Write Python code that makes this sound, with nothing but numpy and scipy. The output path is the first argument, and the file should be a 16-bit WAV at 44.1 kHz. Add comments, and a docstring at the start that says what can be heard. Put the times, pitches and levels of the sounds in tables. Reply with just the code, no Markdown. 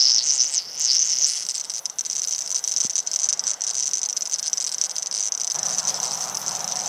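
"""Outdoors, close to a small camera, air leaks from a punctured tire through soapy water.
While water is poured on, the hole sputters a fast stream of bubbles; then it spits them in short bursts
over fizzing foam and a thin hiss. Each bubble pops, rings briefly and echoes off the tread and the
vehicle. The camera is bumped once. Traffic rumbles; at a cut near 5.5 s it abruptly turns louder,
with a few hums."""
import sys
import numpy as np
from scipy import signal
from scipy.fft import rfft, irfft, next_fast_len
from scipy.io import wavfile
from scipy.ndimage import uniform_filter1d, map_coordinates

SR = 44100
rng = np.random.default_rng(int(sys.argv[2]) if len(sys.argv) > 2 else 0)


def dump_mix(stems):
    """Bounce the given channels to the path in sys.argv[1] as a 16-bit WAV at rate SR."""
    frames = np.atleast_2d(stems).T  # one column per channel
    limited = np.clip(frames, -1, 1)  # hard clip at full scale
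    pcm = np.round(limited * 32767).astype(np.int16)
    wavfile.write(sys.argv[1], SR, pcm)


N = 303408


def amp(db):
    """Turn decibels into a number to multiply by."""
    return 10 ** (np.asarray(db) / 20)


def unit(x):
    """Scale a signal to an average power of 1."""
    return x / np.sqrt(np.mean(x ** 2) + 1e-20)


def colour_gain(colour, hz):
    """The gain at each frequency, read between rows of frequency in Hz and level in dB."""
    row_hz, row_db = np.transpose(colour)
    return amp(np.interp(np.log(hz + 1), np.log(row_hz + 1), row_db))


def curves(rows):
    """Join timed rows with straight lines: one curve for each column after the time."""
    times, *columns = np.transpose(rows)
    return [np.interp(np.arange(N) / SR, times, column) for column in columns]


def wobble(rate):
    """A smooth random curve that passes through `rate` new values a second."""
    return map_coordinates(rng.standard_normal(int(N * rate / SR) + 4), [np.arange(N) * rate / SR])


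def filtered(x, response):
    """Turn each frequency of x up or down by response(hz)."""
    size = next_fast_len(N + 8192)
    return irfft(rfft(x, size) * response(np.fft.rfftfreq(size, 1 / SR)), size)[..., :N]


def rush(colour, patchy_db):
    """Noise of a given tone colour, with random louder and softer patches in time and pitch."""
    grid = signal.stft(rng.standard_normal(N), nperseg=512)[2]
    patches = uniform_filter1d(rng.standard_normal(grid.shape), size=6, axis=0)
    patches = uniform_filter1d(patches, size=10, axis=1)
    noise = signal.istft(grid * amp(patchy_db * unit(patches)), nperseg=512)[1][:N]
    return unit(filtered(noise, lambda hz: colour_gain(colour, hz)))


def bubbles(starts, peak_db, pitch_hz, open_db, puff_db, width_hz, size=1024):
    """Each bubble snaps, partly in the open and partly through its own ring, and adds a duller puff."""
    # The tone colour of a snap. 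Each row: frequency in Hz, relative level in dB.
    snap_colour = [(1000, -40), (2000, -32.5), (3100, -25), (4100, -15.5), (5200, -4), (6050, -3),
                   (7200, -12), (8300, -14), (9300, -24), (10300, -28), (11500, -48.5), (13400, -44),
                   (15500, -43.5)]
    # Echoes off the tread and the vehicle. Each row: delay in seconds, level in dB.
    echoes = [(.0014, -27), (.0024, -26), (.0041, -14.5), (.0061, -22.5), (.008, -22.5)]
    hz = np.fft.rfftfreq(size, 1 / SR)
    draw = rng.standard_normal((len(starts), len(echoes) + 2))
    cepstrum = irfft(np.log(colour_gain(snap_colour, hz)), size)
    cepstrum[1:size // 2] *= 2  # folded so that nothing sounds before the bubble bursts
    cepstrum[size // 2 + 1:] = 0
    snap = np.exp(rfft(cepstrum))
    pitch, width = pitch_hz[:, None], width_hz * amp(2.9 * draw[:, :1])
    ring = pitch ** 2 / (pitch ** 2 - hz ** 2 + 1j * hz * width)  # also passes what lies below its pitch
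    film = (pitch ** 2 / (pitch ** 2 - hz ** 2 + 1.1j * hz * pitch)) ** 2  # water muffles what is above
    open_share = amp(open_db + 4 * draw[:, 1])[:, None]
    paths = 1 + sum(amp(db + 0.84 * draw[:, k + 2:k + 3]) * np.exp(-2j * np.pi * hz * delay)
                    for k, (delay, db) in enumerate(echoes))
    t = np.arange(size // 2) / SR
    noise = rng.standard_normal((len(starts) + 1, size // 2))
    common = .45  # all bubbles share this much of the echo tail: the surroundings stay put
    tail = np.sqrt(common) * noise[0] + np.sqrt(1 - common) * noise[1:]
    space = paths + rfft(tail * amp(-26.5 - 60 * t / 0.037) * (t > .0008), size)
    sounds = irfft(snap * (open_share + ring * film) * space, size)
    sounds *= (amp(peak_db) / np.abs(sounds).max(1))[:, None]
    puff = (1j * hz * 2600 / (2900 ** 2 - hz ** 2 + 1j * hz * 2600)) ** 2
    sounds += amp(puff_db)[:, None] * irfft(puff * space, size)
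    at = np.round(starts * SR).astype(int)[:, None] + np.arange(size)
    return np.bincount(at.ravel(), sounds.ravel(), N + size)[:N]  # add each one in at its time


def stream():
    """Under a film of water the hole lets go of a fast, uneven run of bubbles; small ones fill gaps."""
    # The flooded hole. Each row: time in seconds, relative level in dB, bubble pitch in Hz,
    # share of the snap heard in the open in dB.
    flooded_hole = [(0, -15, 5300, -7), (.188, -14, 5830, -17), (.21, -24, 4220, -5), (.25, -21, 7400, 5),
                    (.3, -17, 5500, -2), (.33, -17.5, 5700, 6), (.36, -21, 7500, 4), (.39, -23, 6000, 0),
                    (.402, -13, 6200, -5), (.476, -28, 6300, 3), (.51, -24, 8000, 6), (.552, -20, 6800, 0),
                    (.58, -19, 5740, -16), (.61, -34, 4600, 0), (.68, -38, 5070, -2), (.76, -32, 5830, 0),
                    (.814, -19, 7150, -5), (.9, -16.5, 5450, -6), (1.05, -19.5, 6430, -3),
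                    (1.16, -21.5, 5570, 1), (1.25, -16, 6300, -17), (1.29, -18, 9900, 1),
                    (1.432, -24, 10000, 0), (1.45, -54, 9600, 0)]
    end = flooded_hole[-1][0] * SR
    level_db, pitch_hz, open_db = curves(flooded_hole)
    per_second = 138 - 1.57 * (level_db + 20)  # weaker, smothered bubbles come faster
    puff_db = -21.5 + 1.4 * np.minimum(level_db + 29, 0)  # when smothered, the puff fades too
    count = .8 + np.cumsum(per_second * amp(1.6 * wobble(70))) / SR
    big = np.flatnonzero(np.diff(np.floor(count)))
    big = big[big < end]
    small = (rng.random(400) * end).astype(int)
    at = np.r_[big, small]
    lift_db = np.r_[np.full(len(big), 9.), np.full(len(small), -6.)]
    draw = rng.standard_normal((len(at), 3))
    peak_db = level_db[at] + lift_db + 1.8 * draw[:, 0]
    ring_hz = pitch_hz[at] * (1 + 0.057 * draw[:, 1] + 0.029 * wobble(30.1)[at])
    return bubbles(at / SR, peak_db, ring_hz, open_db[at],
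                   puff_db=puff_db[at] + lift_db + 2.8 * draw[:, 2], width_hz=pitch_hz[at, None] / 11)


def hollows(hz):
    """The spaces around the tire lift some pitches of the leak and thin out others."""
    # Hollows that ring faintly. Each row: frequency in Hz, width in Hz, lift in dB.
    resonances = [(2900, 60, 3), (3150, 60, 3), (3340, 55, 4), (3880, 50, 4), (4290, 60, 6), (4830, 50, 5),
                  (5090, 40, 2.5), (5280, 70, 4.5), (5510, 110, 2), (6050, 200, 3.5), (7440, 90, 3)]
    # Where echoes off the tread cancel. Each row: frequency in Hz, width in Hz, depth in dB.
    dips = [(2450, 60, -7), (3610, 80, -7), (4070, 150, -9), (4930, 60, -9), (5640, 60, -11),
            (7080, 110, -6), (8270, 110, -5)]

    def bump(centre, width, db):
        return (amp(db) - 1) * 1j * hz * width / (centre ** 2 - hz ** 2 + 1j * hz * width)

    lifted = 1 + sum(bump(*row) for row in resonances)
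    return lifted * np.prod([1 + bump(*row) for row in dips], axis=0)


def spray():
    """A thin, high hiss flutters, and a few tiny droplets burst."""
    # How loud the hiss is. Each row: time in seconds, level in dB.
    hiss_levels = [(0, -66), (1.15, -54.5), (1.9, -57.5), (2.57, -52.5), (3.14, -58.5), (3.6, -64),
                   (3.83, -58), (3.95, -57.5), (4.9, -55.5), (5.12, -59.5), (5.75, -51.5), (6.38, -46.5),
                   (6.88, -52.5)]
    # The tone colour of hiss and droplets. Each row: frequency in Hz, relative level in dB.
    air_colour = [(5290, -38), (9000, -8.5), (10900, -2.5), (11600, -14), (12700, -5), (13400, -2.5),
                  (14200, -10), (15800, -25)]
    # Bursting droplets. Each row: start in seconds, relative level in dB.
    droplets = [(0.6904, -47), (0.701, -37), (0.7128, -40), (0.7332, -40), (0.7474, -34), (0.7537, -30),
                (0.797, -24)]
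    spits, t = np.zeros(N), np.arange(256) / SR
    for start, db in droplets:
        fade = amp(db + 7.5 - 60 * t / 0.0062)
        spits[round(start * SR):][:len(t)] = fade * rng.standard_normal(len(t))
    hiss = amp(curves(hiss_levels)[0] + 2.4 * wobble(22)) * rush(air_colour, patchy_db=1.5)
    return hiss + filtered(spits, lambda hz: colour_gain(air_colour, hz))


def traffic(cut_s=5.545):
    """Tires roar and engines rumble on a road; after the cut they are louder and wavering tones join."""
    # How loud the road roars before the cut. Each row: time in seconds, level in dB.
    road_levels = [(0, -49), (.5, -51), (2.19, -51.5), (2.5, -49), (3.0, -50), (3.46, -45), (3.9, -49.5),
                   (4.7, -47.5), (5.45, -47.5)]
    # Tone colours of tires and engines, before and after the cut.
    # Each row: frequency in Hz, relative level in dB.
    roar_quiet = [(180, -31), (300, -14), (680, 5), (1290, -1), (1590, 0), (1780, -7.5), (1980, -2.5),
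                  (2470, -11), (3000, -9), (3900, -11), (6600, -120)]
    roar_loud = [(180, -45), (300, -18), (738, 0), (1020, -1.5), (1110, -5), (1350, -5.5), (1590, -11.5),
                 (2350, -17.5), (3120, -18.5), (4000, -21), (5200, -50), (8800, -120)]
    rumble_quiet = [(12, -52), (20, -17), (75, -15), (144, -1.5), (188, -1), (219, -6), (259, -3),
                    (360, -9.5), (420, -1.5), (550, -3), (920, -120)]
    rumble_loud = [(12, -64), (20, -24), (85, -16), (107, -8.5), (155, 2.5), (198, -5), (231, -8),
                   (317, -17), (420, -18), (550, -19), (920, -120)]
    # Engine-like tones. Each row: start in seconds, pitch in Hz, level in dB.
    hums = [(5.56, 121, -57), (5.56, 198, -52.5), (6.5, 737, -40.5)]
    t = np.arange(N) / SR
    after_cut = t > cut_s
    roar_db = np.where(after_cut, -37.5, curves(road_levels)[0])
    rumble_db = np.where(after_cut, -48.5, -58.5) + wobble(2.36)
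    roar = np.where(after_cut, rush(roar_loud, patchy_db=1.5), rush(roar_quiet, patchy_db=1.5))
    rumble = np.where(after_cut, rush(rumble_loud, patchy_db=1.4), rush(rumble_quiet, patchy_db=2.0))
    tones = np.zeros(N)
    for start, hz, db in hums:
        level = amp(db + 1.1 * wobble(12)) * np.clip((t - start) / 0.062, 0, 1)
        tones += level * np.sin(2 * np.pi * hz * t + 0.78 * wobble(6.2))
    return amp(roar_db) * roar + amp(rumble_db) * rumble + tones


def fizz():
    """Once the water has run off, foam crackles at random over the hiss of seeping air."""
    # How strongly the foam fizzes. Each row: time in seconds, relative level in dB.
    fizz_levels = [(1.3, -29), (1.66, -36), (1.97, -41), (2.18, -30.5), (2.53, -34.5), (3.3, -36.5),
                   (3.5, -37.5), (3.7, -33.5), (4.3, -40.5), (4.7, -33.5), (5.4, -40.5), (5.82, -27),
                   (6.88, -30)]
    # The tone colour of seeping air. 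Each row: frequency in Hz, relative level in dB.
    seep_colour = [(880, -70), (1500, -35), (4050, -10.5), (4220, -10.5), (4780, -12.5), (5990, 2),
                   (7130, -12.5), (7950, -7.5), (9390, -57), (11000, -33), (14300, -68), (22000, -120)]
    start = fizz_levels[0][0]
    drained = np.clip((np.arange(N) / SR - start) / 0.042, 0, 1)
    fizz_db, = curves(fizz_levels)
    draw = rng.random((500, 3))
    at = (start * SR + draw[:, 0] * (N - start * SR - 1)).astype(int)
    peak_db = fizz_db[at] + 1.5 - 1.4 * np.log(draw[:, 1] + 0.00082)  # a few stand out
    crackle = bubbles(at / SR, peak_db, pitch_hz=5400 + 3000 * draw[:, 2],
                      open_db=12.5, puff_db=peak_db - 14, width_hz=2000)
    seep = amp(fizz_db - 9 + 4.5 * wobble(40)) * rush(seep_colour, patchy_db=3.0)
    return drained * (crackle + seep)


def pops():
    """Air forces bubbles through the thin foam one by one, in bursts; the louder ones ring more."""
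    # Bursts of pops. Each row: start in seconds, number of pops, gap in milliseconds,
    # first peak in dB, change from pop to pop in dB.
    bursts = [(1.4517, 2, 14, -15, 1.5), (1.4884, 5, 7.5, -8.5, -1.5), (1.5441, 3, 5, -15, 2.5),
              (1.5621, 3, 9, -15.5, 1.0), (1.5983, 3, 6.5, -14.5, -0.5), (1.6405, 3, 6, -16.5, -0.5),
              (1.6979, 2, 5, -14.5, 2.5), (1.7177, 1, 0.0, -17.5, 0.0), (1.7386, 6, 8.5, -13.5, -0.5),
              (1.7828, 2, 9.5, -15.5, -2), (1.8564, 2, 4.5, -9, -3.5), (1.8988, 1, 0.0, -13, 0.0),
              (1.986, 1, 0.0, -11, 0.0), (1.9929, 2, 15.9, -9.5, -1.5), (2.0396, 1, 0.0, -26, 0.0),
              (2.051, 3, 6.5, -15, 1.5), (2.0997, 3, 11.0, -11.5, -1), (2.13, 2, 3.9, -12, -7),
              (2.153, 3, 6.5, -14, 2), (2.1808, 3, 7, -14, 1), (2.2186, 2, 11.5, -12, -4),
              (2.2347, 3, 6.9, -13, 0.5), (2.2741, 3, 9.6, -13, -1), (2.3098, 3, 7.5, -12.5, 1.0),
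              (2.328, 1, 0.0, -15, 0.0), (2.3354, 3, 12.5, -9.5, -2.5), (2.3818, 2, 8.1, -10, -1),
              (2.407, 3, 7.0, -14, 0.5), (2.4618, 2, 14.5, -15, 3.5), (2.4941, 4, 10.5, -16, 2.0),
              (2.5463, 4, 6.5, -8.5, -0.5), (2.5766, 3, 7.5, -13.5, -1.0), (2.6408, 2, 5.5, -10, -7),
              (2.6767, 4, 8.5, -9, -3), (2.7135, 2, 5.1, -13.5, 4), (2.7246, 2, 14.5, -10, -2.5),
              (2.7636, 3, 8.5, -5, -3), (2.8034, 3, 6.4, -7.5, -0.5), (2.8306, 6, 7.5, -11.5, 0.0),
              (2.8969, 3, 5.5, -10.5, -1.5), (2.9336, 1, 0.0, -18, 0.0), (2.9555, 3, 5.5, -8.5, -1.5),
              (2.9806, 2, 7, -7, -4.5), (2.9917, 2, 10.5, -11, -3.5), (3.066, 2, 7.5, -18.5, 9.0),
              (3.1152, 1, 0.0, -11, 0.0), (3.1339, 3, 6.5, -8.5, -3.5), (3.1604, 2, 4.3, -6, -8),
              (3.19, 3, 7.5, -10.5, -1), (3.2184, 2, 14.2, -11.5, 1.5), (3.239, 2, 3.5, -12.5, 4.5),
              (3.2552, 3, 7.5, -13, -2.5), (3.2888, 4, 5.5, -5.5, -2), (3.3278, 3, 6.5, -7, -4.5),
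              (3.3744, 1, 0.0, -21, 0.0), (3.3941, 2, 11.5, -7.5, -11.5), (3.439, 1, 0.0, -14, 0.0),
              (3.469, 6, 9, -9.5, 0.0), (3.5347, 2, 7, -13.5, -4), (3.6083, 2, 10.5, -16, 6),
              (3.6387, 2, 7.0, -8.5, -3.0), (3.6675, 6, 8.5, -11, 0.0), (3.735, 3, 9.5, -17, 4),
              (3.7672, 6, 8, -12.5, 0.5), (3.826, 3, 8, -9, -2.5), (3.8566, 4, 7.5, -11, 0),
              (3.8916, 1, 0.0, -13.5, 0.0), (3.9124, 1, 0.0, -14, 0.0), (3.9344, 2, 5.5, -5, -5),
              (3.9543, 2, 6.5, -10, -7.5), (3.9718, 3, 10.5, -12, 0.0), (4.0166, 2, 15, -10.5, 3),
              (4.0384, 2, 13.5, -14.5, 1), (4.0595, 1, 0.0, -10.5, 0.0), (4.0887, 3, 8.6, -10.5, -1.5),
              (4.1285, 1, 0.0, -12.5, 0.0), (4.1663, 3, 4, -11, 0.5), (4.2089, 2, 12.5, -12.5, 2),
              (4.2254, 1, 3, -16, 0.0), (4.2554, 2, 5, -12.5, 2), (4.2735, 1, 0.0, -14, 0.0),
              (4.2974, 2, 15.5, -15.5, 1), (4.3223, 4, 6.5, -14, 2.0), (4.3476, 2, 12, -13, -1),
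              (4.3852, 3, 4.8, -16.5, 4), (4.4285, 3, 12.7, -12.5, -3.0), (4.4611, 4, 6.5, -11, 0.0),
              (4.4987, 1, 0.0, -17, 0.0), (4.5314, 2, 6, -5, -9), (4.574, 2, 6.5, -10.5, 0.5),
              (4.6024, 4, 7.5, -10.5, -0.5), (4.6424, 2, 5, -12.5, -0.5), (4.6657, 3, 6.5, -10.5, 0),
              (4.693, 1, 0.0, -13, 0.0), (4.7175, 2, 6.4, -12, 0.5), (4.7396, 2, 5.5, -16, 4.5),
              (4.783, 1, 0.0, -12.5, 0.0), (4.8143, 2, 7.5, -4.5, -10), (4.839, 5, 6.5, -9, -1.5),
              (4.8956, 1, 0.0, -12, 0.0), (4.9081, 2, 5, -19, 7), (4.957, 2, 7.5, -14.5, 4),
              (4.983, 2, 13, -9, -8), (5.024, 2, 5, -11.5, 0.5), (5.0604, 2, 10.5, -11.5, 0.5),
              (5.1126, 3, 14.1, -11.5, -0.5), (5.149, 8, 9.5, -11, 0.0), (5.2272, 7, 9.5, -12, 0.0),
              (5.3215, 1, 0.0, -9.5, 0.0), (5.3407, 2, 8.1, -17.5, 6.5), (5.3766, 1, 0.0, -13, 0.0),
              (5.3996, 3, 8.0, -11.5, 1), (5.4348, 2, 10.7, -12, 3.5), (5.4704, 2, 5.5, -13.5, 3.5),
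              (5.5009, 3, 9, -11, 0), (5.5453, 3, 6.5, -14, 1), (5.588, 2, 3.5, -11.5, 2),
              (5.6309, 1, 0.0, -7, 0.0), (5.6533, 4, 4.5, -13.5, 0.5), (5.6847, 6, 8, -12.5, -0.5),
              (5.732, 4, 8, -12, -1.0), (5.7761, 1, 0.0, -17, 0.0), (5.7839, 4, 5.5, -9, -1),
              (5.8303, 3, 11, -17.5, 1), (5.8733, 5, 7.5, -8, -0.5), (5.943, 2, 11, -11.5, -3.0),
              (6.0014, 1, 2, -12.5, 0.0), (6.031, 7, 8, -9, -1.0), (6.11, 7, 7.5, -12.5, -0.5),
              (6.175, 1, 0.0, -18, 0.0), (6.208, 3, 6.0, -13.5, -1.5), (6.2233, 5, 8.5, -14.5, 0),
              (6.2736, 4, 8, -16, 0.5), (6.3464, 2, 4.3, -17, 6), (6.3714, 1, 0.0, -10, 0.0),
              (6.4163, 1, 0.0, -17, 0.0), (6.4638, 3, 8.5, -13, 0.5), (6.4875, 2, 5.5, -18, 6),
              (6.5103, 3, 8.5, -15, 0), (6.5517, 3, 9, -13, -1), (6.5933, 2, 12, -15, 2),
              (6.644, 1, 0.0, -13.5, 0.0), (6.6778, 3, 10.5, -12, -3), (6.7142, 2, 8, -15, 4),
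              (6.757, 3, 6.5, -13.5, 0.0), (6.7913, 4, 9, -13.5, -0.5), (6.8296, 3, 8.0, -18.5, -1.5),
              (6.86, 2, 12, -12, -5), (6.8766, 1, 0.0, -19, 0.0)]
    # Smaller, higher bubbles later in a burst. Each row: time in seconds, pitch in Hz, chance (0 to 1).
    small_bubbles = [(1.45, 7700, .8), (1.66, 7440, .8), (1.8, 9800, .3), (2.3, 9100, .2), (2.6, 8500, .15),
                     (3.3, 7900, .06), (4.1, 9400, .08), (4.4, 9300, .4), (4.7, 7600, .2), (5.1, 8500, .3),
                     (5.9, 8500, .4), (6.1, 7800, .35), (6.88, 8200, .25)]
    starts, db, place = np.transpose([(start + k * gap_ms / 1000, first_db + k * step_db, k)
                                      for start, count, gap_ms, first_db, step_db in bursts
                                      for k in range(round(count))])
    draw, pick = rng.standard_normal((len(starts), 3)), rng.random((len(starts), 2))
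    first = np.diff(starts, prepend=0) > .017  # the first pop after a pause is a larger, lower bubble
    starts = starts + .0004 * draw[:, 0] * (place > 0)
    db = db + 0.82 * draw[:, 1]
    at = np.minimum(starts * SR, N - 1).astype(int)
    small_hz, small_chance = (curve[at] for curve in curves(small_bubbles))
    first_hz, usual_hz, spread_hz = 5620, 6017, 223
    later_hz = np.where(pick[:, 0] < small_chance, small_hz, usual_hz)
    pitch_hz = np.where(first, first_hz, later_hz) + spread_hz * draw[:, 2]
    ticked = first & (pick[:, 1] < .25)  # at times a faint tick comes just ahead of a first pop
    starts = np.r_[starts, starts[ticked] - .0065]
    db = np.r_[db, db[ticked] - 20]
    pitch_hz = np.r_[pitch_hz, pitch_hz[ticked]]
    width_hz = 750 + .45 * np.abs(pitch_hz[:, None] - 6050)  # unusual sizes ring less
    return bubbles(starts, db, pitch_hz, open_db=6.5 - 0.3 * db, puff_db=-17.5 + 0.23 * db,
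                   width_hz=width_hz)


def camera_bump():
    """A knock on the camera: a sharp push that swings back and dies away."""
    # Each row: start in seconds, level in dB, pitch in Hz, seconds to fade by 60 dB.
    knocks = [(2.8488, -21.5, 183, 0.023)]
    out, t = np.zeros(N), np.arange(4096) / SR
    for start, db, hz, fade_s in knocks:
        swing = np.cos(2 * np.pi * hz * (t + .0012 * (1 - np.exp(-t / 0.00076))))  # starts high, settles
        level = amp(db - 60 * t / fade_s) * np.clip(t / 0.0004, 0, 1)
        out[round(start * SR):][:len(t)] += level * swing
    return out


def rustle(peak_s=7.1, half_length_s=0.087, peak_db=-36):
    """A soft swell of noise that peaks after the end, so only its very faint beginning plays."""
    # The tone colour of the swell. Each row: frequency in Hz, relative level in dB.
    rustle_colour = [(500, -40), (1200, -3), (2500, 6), (5000, -9), (9000, -34)]
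    swell = np.exp(-((np.arange(N) / SR - peak_s) / half_length_s) ** 2)
    return amp(peak_db) * swell * rush(rustle_colour, patchy_db=2.0)


def scene():
    """The leak, coloured by the tire's hollows, and the sounds around it, in one channel."""
    leak = filtered(stream() + pops() + fizz(), hollows)
    return (leak + spray() + rustle() + traffic() + camera_bump())[None]


def record(dry):
    """The microphone rounds off the loudest peaks and loses the deep bass and the highest treble."""
    ceiling, bass_hz, top_hz = .92, 70, 15900
    rounded = dry / (1 + np.abs(dry / ceiling) ** 5) ** (1 / 5)
    return filtered(rounded, lambda hz: (1j * hz / (bass_hz + 1j * hz)) ** 2 * (hz < top_hz))


dry = scene()
out = record(dry)
dump_mix(out)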